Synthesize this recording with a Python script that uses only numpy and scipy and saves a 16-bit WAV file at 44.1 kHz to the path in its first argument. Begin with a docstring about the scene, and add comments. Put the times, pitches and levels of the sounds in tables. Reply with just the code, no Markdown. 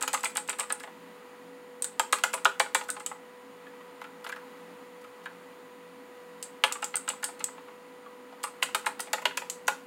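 """A small room, the microphone close to a mechanical keyboard whose clicky keys are pressed one by one.
Each switch snaps its click jacket with a bright ring; stems and caps knock into the plastic case,
and loose caps tick under the fingertips. Desk and walls answer with a short tail.
Behind the keys a computer fan hums its blade tone over air noise and a low electrical hum,
and the electronics whine faintly."""
import sys
import numpy as np
from scipy import signal
from scipy.fft import rfft, irfft
from scipy.io import wavfile
from scipy.ndimage import uniform_filter1d

SR = 44100
rng = np.random.default_rng(int(sys.argv[2]) if len(sys.argv) > 2 else 0)


def waveform_to_disk(signal):
    """Save audio, clipped to [-1, 1], as 16-bit WAV at the path in sys.argv[1]."""
    frames = np.transpose(np.atleast_2d(signal))
    scaled = np.clip(frames, -1, 1) * 32767
    samples = np.round(scaled).astype(np.int16)
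    wavfile.write(sys.argv[1], SR, samples)


N = 434826


def undb(db):
    return 10 ** (np.asarray(db) / 20)


def level(x, rms_db=0):
    return x * undb(rms_db) / np.sqrt(np.mean(x ** 2))


def fade(t, t60):
    return np.exp(-np.log(1000) * t / max(t60, 1e-4))


def band(x, hz, width):
    """Two-pole resonance, gain 1 at the centre."""
    return signal.lfilter(*signal.iirpeak(hz, hz / width, fs=SR), x)


def walk(rate):
    """Random levels held 1 / rate s and smoothed twice; spread near 1."""
    hold = int(SR / rate)
    steps = np.repeat(rng.standard_normal(N // hold + 1), hold)
    return 1.63 * uniform_filter1d(uniform_filter1d(steps, hold), hold)[:N]


def add(out, start_s, sound, peak_db):
    """Lays a sound in at its time, scaled to its peak."""
    i = int(start_s * SR)
    piece = sound[:N - i]
    out[i:i + len(piece)] += piece * undb(peak_db) / np.abs(sound).max()


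# Spectrum of the fan's rushing air: frequency_hz, relative_db
AIR_SPECTRUM = [(30, -41), (105, -32.5), (150, -45), (165, -16), (270, -16), (460, -13), (620, -17.5),
                (970, -13), (2000, -22), (2300, -21.5), (3500, -28), (5300, -34), (9500, -38),
                (16000, -39.5)]
# Low electrical hum (first two rows) and narrow bands of background noise: centre_hz, width_hz, rms_db
HUM_AND_BANDS = [(123, 9.8, -80.5), (176.8, 6.7, -68), (219.3, 14, -66.5), (267.8, 27, -60), (432, 23, -94),
                 (1254, 12, -68.5), (1930, 200, -66), (6900, 310, -78.5)]
# Partials of the blade tone: harmonic, rms_db
BLADE_PARTIALS = [(1, -51.5), (2, -62.5), (4, -70.5), (6, -78.5), (9, -82)]


def fan_and_hum(blade_hz=492.6, air_db=-53):
    """Behind the keys, air, hum and background noise swell gently under the fan's wavering blade tone."""
    bins_hz = np.maximum(np.arange(N // 2 + 1) * SR / N, 1)
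    air_hz, shape_db = np.transpose(AIR_SPECTRUM)
    shape = undb(np.interp(np.log(bins_hz), np.log(air_hz), shape_db))
    air = level(irfft(rfft(rng.standard_normal(N)) * shape, N), air_db)
    hum_and_bands = sum(level(band(band(rng.standard_normal(N), hz, width), hz, width), db)
                        for hz, width, db in HUM_AND_BANDS)
    phase = 2 * np.pi * np.cumsum(blade_hz * (1 + 0.00126 * walk(3))) / SR
    blades = sum(np.sqrt(2) * undb(db + 0.71 * walk(6.3)) * np.sin(k * phase) for k, db in BLADE_PARTIALS)
    return (air + hum_and_bands) * undb(.6 * walk(2.5)) + blades


# Partials of the electronics' whine: harmonic, rms_db
WHINE_PARTIALS = [(3, -84), (4, -76.5), (5, -85), (6, -94)]


def whine(base_hz=2381.2):
    """The electronics hold thin, steady tones, faint at the microphone."""
    t = np.arange(N) / SR
    return sum(np.sqrt(2) * undb(db + 0.5 * walk(7.8)) * np.sin(2 * np.pi * k * base_hz * t)
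               for k, db in WHINE_PARTIALS)


def chatter(noise, rattle_db, rise_s):
    """A first contact, then the loose part chattering for some milliseconds."""
    t = np.arange(len(noise)) / SR
    blows = undb(rattle_db) * noise * t / rise_s * np.exp(-t / rise_s)
    blows[0] = 1
    return blows


# Modes of a click jacket: pitch_ratio, relative_db, t60_s
JACKET_MODES = [(0.899, -7, 0.015), (1.001, 3.5, 0.012), (1.072, -9.5, 0.013), (1.6, -24, .012)]
# Click jackets snapping close to the microphone: start_s, peak_db, pitch_hz, crack_db
JACKET_SNAPS = [(0.0094, -27, 8270, -2), (0.025, -13.5, 7700, -5.5), (0.078, -19.5, 6840, 2),
                (0.131, -19.5, 8220, -6), (0.1415, -17, 7190, -2), (0.2069, -33, 7900, -9),
                (0.2332, -24, 7860, -7), (0.245, -16, 8040, -8), (0.3535, -26, 8700, -8),
                (0.3704, -9.5, 8360, -18), (0.4773, -29, 8100, 0), (0.4949, -13.5, 8220, -14.5),
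                (0.5864, -30, 8170, 0), (0.597, -14, 8230, -6), (0.6977, -33.5, 8170, -2),
                (0.7243, -13, 8770, -14), (0.799, -35.5, 8160, 12), (0.832, -36, 7600, -5),
                (1.8227, -12.5, 8440, -13), (1.844, -15.5, 8030, -11.5), (1.9956, -13, 7420, -4),
                (2.1259, -10.5, 7990, -3), (2.2368, -12, 7300, -2), (2.332, -24.5, 7010, -4),
                (2.3405, -15, 8700, -6), (2.448, -12, 7300, 0), (2.597, -12, 8000, -1),
                (2.7467, -12.5, 7650, -4), (2.885, -32.5, 8100, -3), (2.9023, -13.5, 8600, -12),
                (2.9987, -34, 8200, -1), (3.0623, -17, 7700, -7.5), (6.427, -20, 8040, -3),
                (6.6386, -17, 8940, -2), (6.7237, -14, 7850, -6), (6.823, -29.5, 8310, -5),
                (6.8433, -16.5, 7450, -8.5), (6.9565, -11.5, 8580, -22), (6.967, -17.5, 8300, -13),
                (7.0776, -31, 7300, -10), (7.0893, -13, 7820, -7), (7.2277, -32, 7250, -2),
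                (7.2418, -15.5, 8560, -8), (7.393, -39, 8320, 6), (7.442, -10.5, 7750, -18),
                (8.4317, -32, 7060, 2), (8.4382, -19, 8610, -4), (8.6228, -30, 8600, 2),
                (8.629, -18, 8000, 7), (8.7473, -17.5, 7840, 18), (8.861, -24.5, 8690, 8),
                (8.8712, -26, 8490, 10), (8.994, -32, 8300, 6), (9.0032, -21, 8680, 6),
                (9.1313, -13.5, 6800, 8), (9.2542, -20.5, 6730, 12), (9.3723, -18.5, 6510, 7),
                (9.499, -17, 7380, -4), (9.6705, -31, 6610, -13), (9.6797, -14.5, 6670, 5)]


def jacket_snaps(resonance_hz=8300):
    """A jacket cracks and rings; its rough after-ring is drawn towards a fixed bright resonance."""
    out, t = np.zeros(N), np.arange(8192) / SR
    for start_s, peak_db, pitch_hz, crack_db in JACKET_SNAPS:
        scatter, noise = rng.standard_normal((len(JACKET_MODES), 2)), rng.standard_normal((3, len(t)))
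        ring = sum(undb(db + 3.5 * louder) * fade(t, t60)
                   * np.sin(2 * np.pi * pitch_hz * ratio * (1 + .008 * detune) * t)
                   for (ratio, db, t60), (louder, detune) in zip(JACKET_MODES, scatter))
        crack = level(band(band(noise[0], 5400, 8900), 3900, 12000), crack_db)
        crack *= fade(t, 0.023) + 0.11 * fade(t, 0.28)
        # the after-ring grows with the crack, and as the jacket's pitch nears the resonance
        after_db = -4.5 + 0.69 * crack_db - 32 * abs(np.log2(pitch_hz / resonance_hz))
        after_hz = np.sqrt(pitch_hz * resonance_hz)
        after_ring = level(band(band(noise[1], after_hz, 1300), after_hz, 2800), after_db)
        after_ring *= fade(t, 0.16) * (1 - fade(t, 0.0073))
        blows = chatter(noise[2], rattle_db=-26 - 0.35 * peak_db, rise_s=0.0016)  # faint snaps are looser
        add(out, start_s, signal.fftconvolve(blows, ring + crack + after_ring)[:len(t)], peak_db)
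    return out


# Modes of the plastic case: pitch_hz, relative_db
CASE_MODES = [(400, -19.5), (528, -11), (662, -11.5), (845, -4.5), (955, -4), (1060, -6.5), (1282, -3),
              (1435, -3), (1670, -4), (1870, -40), (2025, -2), (2220, -14), (2530, -1.5), (2780, 2),
              (2950, -11.5), (3290, -5.5), (3590, -20)]


def case_ring(t, spot_hz):
    """The struck spot favours the case modes near its pitch; higher modes lose their energy sooner."""
    hz, db = np.transpose(CASE_MODES)
    louder, detune = rng.standard_normal((len(hz), 2)).T
    gains = undb(db + 2.56 * louder - 6.0 * np.abs(np.log2(hz / spot_hz)))
    t60s = 0.054 * (1000 / hz) ** 1.27
    return sum((-1) ** k * gain * np.sin(2 * np.pi * mode_hz * t) * fade(t, t60)
               for k, (gain, mode_hz, t60) in enumerate(zip(gains, hz * (1 + 0.0058 * detune), t60s)))


def cap_clack(t, noise, clack_db):
    """The cap itself clacks short and dry, with a rough tail."""
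    rough = level(band(band(noise, 2820, 1500), 2200, 2300), clack_db)
    rough *= fade(t, 0.01) + 0.064 * fade(t, 0.031)
    tone = undb(clack_db + 1.0) * np.sin(2 * np.pi * 2900 * t)
    return rough + tone * fade(t, 0.011) * (1 - fade(t, 0.0036))


# Stems and caps knocking the case, close up: start_s, level_db, spot_hz, hardness_db
CASE_KNOCKS = [(0.014, -26, 1280, -3), (0.032, -21, 1320, -2), (0.076, -16, 1360, 5),
               (0.134, -18.5, 885, -5), (0.145, -17, 1280, -4), (0.174, -28, 1370, 14),
               (0.236, -18.5, 1300, -6), (0.254, -18, 870, 12), (0.357, -23, 1290, 5.5),
               (0.375, -18.5, 880, 5.5), (0.486, -20.5, 980, 3), (0.498, -22, 1100, 6.5),
               (0.528, -29, 1430, 1), (0.589, -26.5, 1060, -15), (0.605, -20, 1210, 3.5),
               (0.631, -29, 1220, 1), (0.702, -20, 1400, 4), (0.723, -32, 880, 3), (0.803, -35, 1600, 1),
               (0.836, -24.5, 1320, -2), (0.874, -35.5, 945, -11), (1.844, -36, 1600, -6),
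               (1.995, -10, 825, 2.5), (2.128, -6.5, 1320, 3.5), (2.185, -31, 1260, 6),
               (2.237, -9, 1270, 1.5), (2.335, -17.5, 1050, -16), (2.377, -32, 1440, -3),
               (2.453, -6.5, 1410, 3), (2.599, -8, 980, 3.5), (2.659, -29.5, 1420, -3),
               (2.748, -11, 970, 4.5), (2.81, -24.5, 970, -1), (2.888, -24.5, 1540, -12),
               (2.965, -29, 1050, 1), (3.002, -31, 1380, 2), (3.062, -33, 2970, 0), (3.113, -27, 1000, -26),
               (3.666, -39.5, 1690, -3), (3.808, -39, 1060, -2), (4.015, -27, 1290, -4),
               (4.042, -34.5, 1440, -2), (4.245, -28.5, 1370, -3), (4.264, -25.5, 1460, 2),
               (4.293, -27.5, 1370, -3), (4.324, -25, 1620, -10), (4.361, -34, 1660, -2),
               (5.044, -38.5, 1270, -1), (5.258, -26, 1570, -14), (6.637, -3.5, 890, 7.5),
               (6.679, -26, 1690, -11), (6.713, -26.5, 1290, 1), (6.754, -29, 1310, -15),
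               (6.825, -19, 1340, 2), (6.94, -21, 1330, 2), (6.967, -31.5, 1400, -15),
               (7.078, -21.5, 1440, 0.5), (7.099, -21.5, 865, 8.5), (7.133, -36, 1080, -8),
               (7.23, -23, 1420, -1), (7.287, -32.5, 890, -12), (7.404, -29, 1420, 3.5),
               (7.484, -35, 990, -11), (7.579, -35, 977, -6), (7.683, -37.5, 1060, -2),
               (8.06, -39, 1150, -11), (8.324, -37, 851, 1), (8.438, -19.5, 1200, -8),
               (8.469, -33, 1140, -5), (8.625, -7.5, 2860, -10), (8.687, -35, 1360, -5),
               (8.746, -12, 1000, 3), (8.844, -34, 1430, -8), (8.864, -14, 1320, 1), (8.889, -33, 853, -3),
               (8.995, -25, 875, -1), (9.072, -35, 877, 1), (9.133, -14, 960, 3), (9.181, -28, 880, -4),
               (9.221, -31, 950, -6), (9.254, -10, 970, 5), (9.309, -29, 1550, -6), (9.373, -18, 1360, 5),
               (9.418, -27.5, 850, -5), (9.68, -11, 1070, -7)]


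def case_knocks():
    """A key's blow and its rattle sound the case, the hollow under the cap and the cap itself."""
    out, t = np.zeros(N), np.arange(4096) / SR
    delay_s = .0007  # each knock sounds 0.7 ms after its listed time
    for start_s, level_db, spot_hz, hardness_db in CASE_KNOCKS:
        modes = case_ring(t, spot_hz)
        noise = rng.standard_normal((3, len(t)))
        dense_modes = 0.89 * level(band(band(noise[0], 1800, 1520), 785, 4000))
        dense_modes *= fade(t, 0.027) + 0.13 * fade(t, 0.063)
        hollow_db = -14 - 0.5 * hardness_db - 0.34 * level_db  # soft, light landings sound it more
        hollow = level(band(band(noise[0], spot_hz, 150), spot_hz, 740), hollow_db) * fade(t, 0.048)
        # bending waves need a moment to spread over the board
        board = (modes + dense_modes + hollow) * (1 - fade(t, 0.0036))
        # heavy blows clack more; light touches rattle relatively more
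        clack = cap_clack(t, noise[2], clack_db=-2 + 0.11 * level_db)
        blows = chatter(noise[1], rattle_db=-23 - 0.097 * level_db, rise_s=0.0041)
        # a harder contact is shorter and feeds the upper modes
        treble = signal.lfilter(*signal.butter(2, 1900, "high", fs=SR), blows)
        blows += (undb(hardness_db) - 1) * treble
        add(out, start_s + delay_s, signal.fftconvolve(blows, board + clack)[:len(t)], level_db)
    # plastic on plastic stays rounded
    return signal.sosfilt(signal.butter(2, 4200, fs=SR, output="sos"), out)


# Loose caps ticking under the fingertips: start_s, peak_db
CAP_TICKS = [(0.078, -24), (0.194, -38), (0.302, -41), (2.186, -30), (2.838, -38), (4.015, -42),
             (4.04, -47), (4.2434, -35), (4.2707, -35), (4.291, -32.5), (4.321, -33.5), (4.361, -44),
             (5.0145, -46), (5.042, -47), (5.2385, -46), (5.256, -42), (9.22, -33)]


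def cap_ticks():
    """A loose cap gives a dry, broad tick with a little chatter and no ring."""
    out, t = np.zeros(N), np.arange(2048) / SR
    for start_s, peak_db in CAP_TICKS:
        noise = rng.standard_normal((2, len(t)))
        tick = band(noise[0], 4000, 7500) * fade(t, .012)
        blows = chatter(noise[1], rattle_db=-15.5, rise_s=0.0038)
        add(out, start_s, signal.fftconvolve(blows, tick)[:len(t)], peak_db)
    return out


def room(keys, t60_s=0.26, level_db=-14.5, treble_hz=6900):
    """Desk and walls answer with a dense, short tail, well below the direct sound this close."""
    t = np.arange(16384) / SR
    dull_noise = signal.lfilter(*signal.butter(1, treble_hz, fs=SR), rng.standard_normal(len(t)))
    tail = dull_noise * fade(t, t60_s) * (1 - fade(t, 0.015))
    return undb(level_db) * signal.fftconvolve(keys, tail / np.sqrt(np.sum(tail ** 2)))[:N]


def scene():
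    """At the desk, in mono: keys up close, with room, fan, hum and whine behind them."""
    keys = jacket_snaps() + case_knocks() + cap_ticks()
    # a small board radiates little bass
    keys = signal.sosfilt(signal.butter(3, 330, "high", fs=SR, output="sos"), keys)
    return (keys + room(keys) + fan_and_hum() + whine())[None]


def record(dry):
    """The microphone has a dip in the lower treble; the recorder cuts the top steeply."""
    dip_depth, top_hz = 0.34, 15900
    heard = dry - dip_depth * band(dry, hz=5610, width=980)
    return signal.sosfilt(signal.ellip(10, .2, 70, top_hz, fs=SR, output="sos"), heard)


dry = scene()
out = record(dry)
waveform_to_disk(out)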